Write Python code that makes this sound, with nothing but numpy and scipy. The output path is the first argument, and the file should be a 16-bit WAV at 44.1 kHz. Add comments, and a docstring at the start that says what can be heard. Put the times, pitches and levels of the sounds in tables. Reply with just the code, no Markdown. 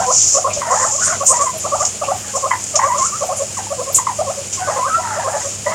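"""A crowd of guinea pigs calls and feeds on a wire mesh floor in a concrete pen.
They chut (short notes that dip, then flick upward), and squeal, yip and squabble as they jostle;
strain makes their voices rough. Feet scrape and claws pluck the wire, so it rings, and grass
stalks crackle as they tear. Under it the herd nibbles steadily, the air rumbles and the mains
hum faintly. Two thin, very high whistles pass midway, and the walls add a short echo."""
import sys
import numpy as np
from scipy import signal
from scipy.fft import rfft, irfft
from scipy.io import wavfile
from scipy.ndimage import uniform_filter1d, minimum_filter1d

SR = 44100
rng = np.random.default_rng(int(sys.argv[2]) if len(sys.argv) > 2 else 0)


def dump_mix(stems):
    """Bounce the given channels to the path in sys.argv[1] as a 16-bit WAV at rate SR."""
    frames = np.atleast_2d(stems).T  # one column per channel
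    limited = np.clip(frames, -1, 1)  # hard clip at full scale
    pcm = np.round(limited * 32767).astype(np.int16)
    wavfile.write(sys.argv[1], SR, pcm)


N = 253134
TIME = np.arange(N) / SR


def from_db(db):
    """Turn decibels into a number to multiply by."""
    return 10 ** (np.asarray(db) / 20)


def rms_one(x):
    """Scale a signal so that its average power is 1."""
    return x / np.sqrt(np.mean(x ** 2) + 1e-20)


def at_hz(points, hz):
    """Read the level at a frequency from a curve of (frequency_hz, level_db) points."""
    point_hz, point_db = np.transpose(points)
    return np.interp(np.log(np.maximum(hz, 1)), np.log(point_hz), point_db)


def colour(x, spectrum):
    """Shape the tone of a signal with a curve of levels; the result has power 1."""
    hz = np.arange(N // 2 + 1) * SR / N
    return rms_one(irfft(rfft(x) * from_db(at_hz(spectrum, hz)), N))


def band(x, low_hz, high_hz):
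    """Gently turn down everything outside two frequencies."""
    sos = signal.butter(2, [low_hz, min(high_hz, .45 * SR)], "band", fs=SR, output="sos")
    return signal.sosfilt(sos, x + 1e-18)


def above(x, edge_hz):
    """Steeply cut everything below a frequency."""
    return signal.sosfilt(signal.butter(4, edge_hz, "high", fs=SR, output="sos"), x + 1e-18)


def wobble(per_s, t):
    """A random wavering, about 1 in size, that takes a new turn per_s times a second."""
    knots = rng.standard_normal(int(len(t) * per_s / SR) + 2)
    return np.interp(np.arange(len(t)) * per_s / SR, np.arange(len(knots)), knots)


def span(start, end):
    """The time of each sample from start to end, in seconds."""
    return np.arange(round(start * SR), max(round(end * SR), round(start * SR) + 2)) / SR


def add(out, t, sound):
    """Mix a sound into out at the times t."""
    at = np.round(t * SR).astype(int)
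    inside = (at >= 0) & (at < N)
    out[..., at[inside]] += sound[..., inside]


def phase_of(hz):
    """The growing angle of a wave that follows a changing pitch."""
    return 2 * np.pi * np.cumsum(hz) / SR


def cry(t, hz, rough, jitter=0.067, shimmer=0.95, overtone_db=-15, strain_db=11.5, rasp_db=-8):
    """A squealing voice: strain shakes its pitch and level, lifts the overtones and adds a rasp."""
    # how the throat boosts or weakens overtones: frequency_hz, level_db
    throat = [(200, -8), (900, 16), (1500, -0.5), (1750, 3), (1950, 0.5), (2150, -3.5), (2400, -15.5),
              (3000, -10), (5000, -16.5)]
    phase = phase_of(hz * (1 + jitter * rough * wobble(491, t)))
    tone = np.sin(phase)
    for k in (2, 3):
        level_db = (overtone_db + strain_db * rough) * np.log2(k) - 5.5 + at_hz(throat, k * hz)
        tone += from_db(level_db) * np.sin(k * phase)
    breath = rng.standard_normal(len(t)) * (1 + .5 * np.sin(phase))
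    rasp = rms_one(signal.sosfilt(signal.butter(4, [750, 2050], "band", fs=SR, output="sos"), breath))
    shaky_tone = np.sqrt(2) * tone * (1 + shimmer * rough * wobble(329.7, t))
    return (shaky_tone + from_db(rasp_db) * rough * rasp) * from_db(1.5 * wobble(107.6, t))


def temper(flare_db=9, edge_s=.022, murmur_db=-65):
    """Loudness of the squabbling: each bout builds steadily, then breaks off to a faint murmur."""
    # bouts of squabbling: start_s, length_s, peak_db
    bouts = [(-.06, 0.082, -25), (0.584, .26, -22), (1.001, 0.14, -21.5), (1.809, .032, -18.5),
             (2.054, 0.27, -36.5), (2.8, 0.074, -25), (4.636, 0.155, -25), (5.017, 0.23, -24),
             (5.254, 0.16, -28), (5.417, 0.052, -33)]
    gain = np.full(N, from_db(murmur_db))
    for start, length, db in bouts:
        progress = np.clip((TIME - start) / length, 0, 1)
        edges = np.clip(np.minimum(TIME - start, start + length + edge_s - TIME) / edge_s, 0, 1)
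        gain = np.maximum(gain, edges * from_db(db - flare_db * (1 - progress)))
    return gain


def squabble(count=170, gain_db=-2.5):
    """Many short hoarse cries overlap at the back of the pen, each sliding its own way."""
    # tone of the far-off voices: frequency_hz, level_db
    far_tone = [(350, -23), (650, -6), (1000, -8.5), (1450, 7.5), (1750, 4), (2100, 6),
                (2450, -7), (4000, -24)]
    out = np.zeros(N)
    for k, (late, length, pitch, slide) in enumerate(rng.random((count, 4))):
        start = (k + late) / count * N / SR
        t = span(start, start + 0.038 + 0.04 * length)
        hz = 560 * 2 ** (.9 * pitch + (slide - .4) * np.linspace(0, .4, len(t)))
        add(out, t, cry(t, hz, rough=0.52) * np.hanning(len(t)))
    return colour(out, far_tone) * temper() * from_db(gain_db)


def grains(per_s, spread_db):
    """Tiny taps at random moments, a few much harder than the rest."""
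    sizes = from_db(spread_db * np.minimum(rng.exponential(1, N), 4)) * rng.choice([-1, 1], N)
    return rms_one(sizes * (rng.random(N) < per_s / SR))


def contact(age, attack_s, hold_s, fade_s):
    """Strength of a touch: it takes hold smoothly, lasts, then falls 60 dB in fade_s."""
    rise = np.sin(np.pi / 2 * np.clip(age / attack_s, 0, 1)) ** 2
    return rise * from_db(-60 * np.maximum(age - hold_s, 0) / fade_s)


def tread(force, tilt_db):
    """The spot trodden on splits a force between the wire's low and high ring; plus tilt favours high."""
    return force * from_db([[-tilt_db / 2], [tilt_db / 2]])


def mesh(taps, drive, split_hz=6900):
    """The wire floor rings under tiny taps; drive sets the strength of its low and its high ring."""
    # ring of the wire floor: frequency_hz, level_db
    wire_ring = [(1760, -30), (3000, -21.5), (3970, -28), (5250, -10.5), (7100, 3.5), (7460, 0), (7940, -9),
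                 (8580, -11), (8820, -15), (9200, -21), (9870, -46), (10100, -85), (11200, -29),
                 (16000, -68)]
    ringing = colour(taps, wire_ring)
    lower = signal.sosfiltfilt(signal.butter(4, split_hz, fs=SR, output="sos"), ringing)
    return drive[0] * lower + drive[1] * (ringing - lower)


def scrapes(attack_s=0.027, fade_s=.28, fidget_db=-38.5, stutter_db=1.0):
    """Feet drag over the wire in runs of tiny slips: each scrape grips, stutters and rings out."""
    # foot drags: start_s, length_s, level_db, tilt_db
    drags = [(-.03, 0.033, -20.5, -6), (.06, 0.063, -22.5, -7), (0.103, 0.13, -12.5, -9.5),
             (0.246, 0.11, -13.5, -6.5), (0.691, 0.086, -20, -1), (.77, .11, -17.5, 2),
             (.89, 0.22, -20, -2), (1.012, 0.049, -16.5, -7), (1.105, 0.093, -27, 0),
             (1.244, 0.051, -13.5, 3), (1.32, 0.047, -21.5, 0), (1.59, .2, -28.5, 1),
             (1.785, 0.013, -16, -1), (2.34, 0.024, -17, 2), (2.65, 0.028, -24.5, 2),
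             (2.806, 0.074, -27, 1), (2.963, .105, -20.5, -4), (3.102, .15, -30.5, -9),
             (3.352, 0.043, -25, 12), (4.668, 0.071, -30, -3), (5.347, .16, -27.5, -3)]
    power = np.full((2, N), from_db(fidget_db) ** 2)  # the herd never stands quite still
    for start, length, db, tilt_db in drags:
        t = span(start, start + length + fade_s)
        force = from_db(db) * contact(t - start, attack_s, length, fade_s)
        add(power, t, tread(force, tilt_db) ** 2)
    slips = grains(per_s=5000, spread_db=1.5)
    return mesh(slips, np.sqrt(power)) * from_db(stutter_db * wobble(70, TIME))


def chuts(jitter=0.044, dip=0.1415, third_db=-33, flutter_db=4, rasp_db=-17, throat_edge_hz=1270):
    """Each chut sags a little, then flicks up toward the pitch the throat rings at, which boosts it."""
    # chut notes (the octave is the overtone at twice the pitch):
    # start_s, length_s, low_pitch_hz, tone_db, octave_db
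    notes = [(-.011, 0.04, 652, -16.5, -18), (.062, .067, 490, -21.5, -16), (0.337, 0.064, 531, -20, -21),
             (0.438, 0.053, 505, -25, -17), (0.466, 0.055, 580, -24, -34.5), (0.56, 0.052, 562, -20, -48),
             (0.692, .078, 510, -25, -16), (0.791, 0.085, 487, -26, -16.5), (0.918, 0.053, 510, -29, -29.5),
             (0.977, 0.0396, 516, -40, -25), (1.076, 0.067, 618, -29.5, -39),
             (1.199, 0.047, 543, -23.5, -18.5), (1.283, .061, 505, -24, -17.5),
             (1.371, 0.086, 542, -26.5, -30.5), (1.535, 0.041, 611, -28, -48),
             (1.638, 0.043, 556, -23, -20), (1.713, 0.051, 541, -19.5, -14.5),
             (1.789, 0.057, 567.4, -23, -18), (2.012, 0.033, 552, -20, -20),
             (2.072, 0.061, 533, -18, -16.5), (2.334, 0.052, 530, -22, -21),
             (2.422, 0.063, 511, -24.5, -19), (2.737, 0.043, 550, -19.5, -24),
             (2.82, 0.071, 523, -23.5, -28.5), (2.931, 0.081, 547, -26.5, -28.5),
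             (3.205, .042, 549, -20, -22.5), (3.286, 0.025, 718, -21, -50),
             (3.294, 0.049, 520.4, -20.5, -21), (3.384, 0.057, 533, -22, -33),
             (3.701, 0.038, 547, -20.5, -27), (3.773, .058, 499, -22, -26),
             (3.861, 0.055, 517, -25.5, -28.5), (4.185, .04, 555.6, -15, -24.5),
             (4.261, 0.057, 514.4, -21, -23.5), (4.364, 0.043, 540, -25, -42.5),
             (4.669, 0.048, 541.6, -19.5, -19.5), (4.756, .046, 499.6, -21.5, -20),
             (4.853, 0.041, 507, -26.5, -19.5), (4.965, 0.048, 622, -25.5, -31),
             (5.154, 0.051, 568.5, -20, -26), (5.233, 0.07, 515, -22.5, -20.5),
             (5.332, 0.044, 540, -19.5, -26.5), (5.429, 0.06, 525, -28.5, -35),
             (5.656, 0.042, 552, -18, -35), (5.704, .06, 610, -26.5, -26)]
    # a pressed chut has a stronger octave and flicks higher: octave_db, rise_octaves
    flick = [(-47.5, 0.19), (-30, 0.62), (-14.5, 1.056)]
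    out = np.zeros(N)
    manner = rng.uniform([.3, .5], [1, 1.5], (len(notes), 2))  # each call's roughness and depth of sag
    for (start, length, low_hz, tone_db, octave_db), (rough, sag) in zip(notes, manner):
        end_hz = low_hz * 2 ** np.interp(octave_db, *np.transpose(flick))
        t = span(start, start + length)
        progress = np.linspace(0, 1, len(t))
        hz = low_hz * (1 + sag * dip * (1 - progress) ** 4) + (end_hz - low_hz) * progress ** 4
        hz *= 1 + jitter * rough * wobble(396, t)
        phase = phase_of(hz)
        tone = from_db(tone_db + 12 * np.log2(hz / low_hz)) * np.sin(phase)  # 12 dB more per octave
        overtones = from_db(octave_db) * np.sin(2 * phase) + from_db(tone_db + third_db) * np.sin(3 * phase)
        # the overtones die once the octave climbs past the throat's ring
        overtones /= np.sqrt(1 + (2 * hz / throat_edge_hz) ** 28)
        breath = band(band(rng.standard_normal(len(t)), 570, 1300), 570, 1300)
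        rasp = rms_one(breath) * rough * from_db(tone_db + rasp_db)
        swell = np.abs(np.sin(np.pi * progress)) ** 1.06
        flutter = from_db(flutter_db * rough * wobble(248, t))
        add(out, t, np.sqrt(2) * (tone + overtones + rasp) * swell * flutter)
    return out


def nibbling(level_db=-28.22, flicker_db=1.03):
    """Many mouths nibble at once, and their tiny bites blur into a steady crackle."""
    # tone of the bites: frequency_hz, level_db
    bite_tone = [(1880, -12.5), (3200, -12), (3660, -29), (5090, -6.5), (5560, -7.5), (7230, 5),
                 (7480, -1.5), (8050, -3), (9990, -13), (11300, -20.5), (13800, -27), (15200, -30),
                 (16000, -28)]
    bites = colour(grains(per_s=7000, spread_db=2.0), bite_tone)
    return bites * from_db(level_db + flicker_db * wobble(40, TIME))


def air(flicker_db=2.07):
    """The air of the pen rumbles and hisses softly."""
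    # tone of the air: frequency_hz, level_db
    air_tone = [(15, -49), (25, -25), (92, 2.5), (210, -5.5), (267, -9.5), (480, -7), (547, -5),
                (623, -7.5), (921, -14.5), (1330, -17), (1590, -26.5), (1690, -36), (2340, -12.5),
                (3950, -15.5), (4500, -14), (5850, -14.5), (9900, -120)]
    # its slow drift in loudness: time_s, level_db
    drift = [(0, -35), (2.0, -35.5), (4.0, -36.5), (4.7, -35.5), (5.74, -34.5)]
    level_db = np.interp(TIME, *np.transpose(drift)) + flicker_db * wobble(25, TIME)
    return band(colour(rng.standard_normal(N), air_tone) * from_db(level_db), 39, 9300)


def mains_hum(sway_db=2.5):
    """The electric supply hums on two low tones whose level sways."""
    # hum tones: pitch_hz, level_db
    tones = [(100, -43.5), (200, -49.5)]
    hum = sum(np.sqrt(2) * from_db(db) * np.sin(2 * np.pi * hz * TIME) for hz, db in tones)
    return hum * from_db(sway_db * wobble(8, TIME))


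def squeals(swell_shape=0.37, gain_db=0.5):
    """Jostled animals complain: each note swells and fades while its pitch bends between two ends."""
    # squeal notes (a minus sag arches upward):
    # start_s, length_s, first_pitch_hz, last_pitch_hz, sag_octaves, level_db, roughness
    notes = [(.005, 0.06, 811, 732, 0.011, -21.5, 0.47), (0.653, 0.027, 970, 946, 0.02, -24, 0.4),
             (.668, 0.072, 634.5, 787, -0.015, -22.5, 0.4), (.74, 0.062, 770, 1011, 0.072, -21.5, 0.54),
             (0.854, 0.065, 718, 757, -.3, -29, 0.3), (1.013, 0.038, 1520, 1444, 0, -25, 0.8),
             (1.075, 0.056, 1495, 1432, 0.014, -28, 0.9), (1.108, .035, 1410, 1007, 0, -27, 0.88),
             (1.327, 0.058, 975, 1007, 0.043, -21.5, 0.37), (1.391, 0.048, 1106, 1143, -0.004, -15, 0.24),
             (1.457, 0.038, 1086, 1085, 0.077, -20.5, .28), (2.826, 0.051, 993, 1162, -0.077, -13, 0.23),
             (2.866, 0.1, 1170, 1290, .36, -18, 0.23), (2.978, 0.087, 1169, 1386, 0.26, -19, 0.19),
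             (3.121, 0.046, 1128, 1374, 0.018, -23, 0.16), (3.588, 0.025, 776, 808, 0.052, -28.5, 0.42),
             (4.571, 0.046, 1106, 1028, 0.028, -29, 0.5), (4.593, 0.057, 757, 810, 0.083, -25, 0.52),
             (4.615, 0.073, 1497, 1492, 0.004, -29, 0.32), (4.676, 0.041, 1094, 1142, 0.013, -23, 0.63),
             (4.705, 0.082, 815, 965, 0.071, -26.5, .43), (4.784, 0.041, 1016, 1030, 0.021, -20, 0.06),
             (4.827, 0.042, 1034, 1303, .03, -17, 0.12), (4.875, 0.033, 1614, 1497, 0.05, -25, 0.42),
             (4.892, 0.043, 1350, 1288, 0.044, -18.5, 0.14), (4.93, .042, 1303, 1377, 0.013, -13, .18),
             (4.989, .095, 1004, 875, -0.055, -24.5, 0.37), (5.039, 0.15, 1310, 1324, -0.014, -29, 0.77),
             (5.1, .05, 885, 813, -0.0068, -25, 0.27), (5.196, .03, 955, 983, 0.03, -25, 0.5),
             (5.24, 0.16, 802, 870, 0.011, -30, 0.82), (5.663, 0.03, 1945, 1967, 0.0067, -22.5, 0.25),
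             (5.699, 0.066, 1030, 1000, 0.037, -27, 1.06)]
    out = np.zeros(N)
    for start, length, first_hz, last_hz, sag, db, rough in notes:
        t = span(start, start + length)
        progress = np.linspace(0, 1, len(t))
        arc = np.abs(np.sin(np.pi * progress))
        hz = first_hz * (last_hz / first_hz) ** progress * 2 ** (-sag * arc)
        add(out, t, cry(t, hz, rough) * arc ** swell_shape * from_db(db + gain_db))
    return out


def claw_snaps(attack_s=.0017, click_fade_s=0.019, crack_db=-24):
    """A claw plucks the wire: a sharp click, then the mesh rattles out."""
    # plucks: start_s, click_db, rattle_db, rattle_fade_s, brightness_db, tilt_db
    plucks = [(.063, -19, -19, .08, -8, -2), (.118, -20, -25, .06, -14, -2),
              (0.532, -16, -20, 0.26, -12, -15), (1.264, -14, -6.5, 0.21, -9, 15),
              (1.411, -15, -16.5, 0.37, -10, 8), (1.598, -24, -18, .06, -1, 3),
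              (1.8507, -1, -11.5, 0.15, -3, -1), (2.639, -9.5, -30, .06, -12, 8),
              (2.755, -12, -7, 0.1, -18, -10), (3.049, -17, -13.5, 0.067, -14, 9),
              (3.066, -25, -17, .05, -15, 6), (3.571, -24, -19.5, 0.09, 0, 10),
              (3.945, -21, -6.5, 0.14, -2, 21), (4.149, -18, -30, .043, 0, 10),
              (4.526, -25, -16, .21, -18, -7)]
    # tone of the crack as a claw meets the wire: frequency_hz, level_db
    crack_tone = [(1500, -22), (2800, -2), (8500, 3.5), (10500, 1), (13000, -11), (16000, -26)]
    drive, crack_gain = np.zeros((2, N)), np.zeros(N)
    for start, click_db, rattle_db, fade_s, brightness_db, tilt_db in plucks:
        t = span(start, start + fade_s + click_fade_s)
        rattle = from_db(rattle_db) * contact(t - start, attack_s, 0, fade_s)
        click = from_db(click_db) * contact(t - start, attack_s, 0, click_fade_s)
        add(drive, t, tread(np.hypot(click, rattle), tilt_db))
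        add(crack_gain, t, rattle * from_db(brightness_db + crack_db))
    ringing = mesh(grains(per_s=14000, spread_db=2.5), drive)
    return ringing + crack_gain * colour(rng.standard_normal(N), crack_tone)


def stalks(splinter_ratio=1.25, splinter_db=-19):
    """Grass fibres give way in brief bright crackles; finer splinters sound faintly above them."""
    # stalks tearing and brushing: start_s, length_s, centre_hz, relative_width, level_db
    tears = [(0.189, .06, 3260, .3, -35), (.27, .04, 12500, .22, -41), (0.496, 0.037, 2490, 0.19, -29.5),
             (1.032, 0.057, 8400, .12, -18.5), (1.223, 0.083, 13200, .28, -40),
             (1.266, 0.069, 8250, .1, -13), (1.57, 0.034, 10700, .22, -33),
             (2.035, 0.041, 2630, .18, -29.5), (2.116, .14, 13200, .27, -47),
             (3.244, 0.042, 12500, .25, -43), (3.36, .038, 9750, .17, -29), (3.92, .03, 12900, .3, -30),
             (3.938, 0.046, 8700, 0.5, -17.5)]
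    out = np.zeros(N)
    for start, length, hz, width, db in tears:
        t = span(start, start + length)
        fibres = rng.standard_normal(len(t)) * (rng.random(len(t)) < .25)
        for centre, level_db in (hz, db), (hz * splinter_ratio, db + splinter_db):
            crackle = rms_one(band(fibres, centre * np.exp(-width / 2), centre * np.exp(width / 2)))
            add(out, t, crackle * np.sqrt(np.hanning(len(t))) * from_db(level_db))
    return out


def yips(attack_s=0.0044, throat_hz=1980, throat_db=-14, burst_db=4, fade_db=9):
    """A yip bursts out and usually drops in pitch as it dies; the open throat rings hoarsely above."""
    # yips of protest: start_s, length_s, first_pitch_hz, last_pitch_hz, level_db, roughness
    notes = [(0.614, 0.041, 1164, 943, -22.5, 0.5), (2.506, .055, 1057, 880, -16.5, 0.83),
             (2.79, 0.019, 1220, 772, -11.5, 0.5), (2.814, .035, 962, 914, -21, 1),
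             (3.567, 0.046, 1272, 746, -26.5, 0.3), (3.666, 0.016, 940, 840, -27.5, 0.05),
             (3.984, 0.0233, 1175, 872, -14, 0.23), (4.067, 0.017, 1245, 916, -11, .15),
             (4.087, 0.043, 1084, 726, -21, 0.2), (5.663, 0.04, 986, 1007, -23, 0.4)]
    out = np.zeros(N)
    for start, length, first_hz, last_hz, db, rough in notes:
        t = span(start, start + length)
        progress = np.linspace(0, 1, len(t))
        hz = last_hz + (first_hz - last_hz) * (1 - progress) ** 2
        swell = np.clip((t - t[0]) / attack_s, 0, 1) * (1 - progress ** 2)
        breath = rms_one(band(rng.standard_normal(len(t)), throat_hz * 0.95, throat_hz * 1.032))
        voice = cry(t, hz, rough) + breath * from_db(throat_db) * 2 * rough
        add(out, t, voice * swell * from_db(db + burst_db - fade_db * progress))
    return out


def whistles(waver=.009):
    """Very high, faint tones that sink slightly."""
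    # thin whistles: start_s, length_s, first_pitch_hz, last_pitch_hz, level_db
    notes = [(2.517, .11, 12650, 12550, -52), (2.74, .36, 11950, 11600, -53)]
    out = np.zeros(N)
    for start, length, first_hz, last_hz, db in notes:
        t = span(start, start + length)
        hz = np.linspace(first_hz, last_hz, len(t)) * (1 + waver * wobble(600, t))
        add(out, t, np.sqrt(2) * np.sin(phase_of(hz)) * np.sqrt(np.hanning(len(t))) * from_db(db))
    return out


def back_wall(x, delay_s=.034, echo_db=-17.5):
    """The bare wall behind the herd throws a call back once."""
    return x + from_db(echo_db) * np.interp(TIME - delay_s, TIME, x, left=0)


def pen(x, echo_db, first_echo_s=0.0058, fade_s=0.17):
    """Many close echoes bounce off the concrete walls and die quickly."""
    t = span(0, fade_s)
    echoes = rng.standard_normal(len(t)) * from_db(-60 * t / fade_s) * (t > first_echo_s)
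    echoes /= np.sqrt(np.sum(echoes ** 2))
    return x + from_db(echo_db) * signal.fftconvolve(x, echoes)[:N]


def scene():
    """Voices and floor noises heard at one point in the pen, with no deep bass, alike in both ears."""
    near_voices = pen(back_wall(chuts() + squeals()) + yips() + whistles(), echo_db=-6)
    far_voices = pen(squabble(), echo_db=-7.5)
    floor = pen(above(scrapes(), edge_hz=4320) + claw_snaps() + stalks(), echo_db=-10)
    mix = near_voices + far_voices + floor + nibbling() + air() + mains_hum()
    return np.tile(above(mix, edge_hz=53), (2, 1))


def record(dry, ceiling=.93, cutoff_hz=15900):
    """A fast limiter turns down the loudest peaks, then the highest treble is cut."""
    safe_gain = np.minimum(1, ceiling / (np.abs(dry) + 1e-9))
    smooth_gain = uniform_filter1d(minimum_filter1d(safe_gain, size=61), size=61)
    treble_cut = signal.ellip(10, .1, 90, cutoff_hz, fs=SR, output="sos")
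    return signal.sosfilt(treble_cut, dry * smooth_gain)


dry = scene()
out = record(dry)
dump_mix(out)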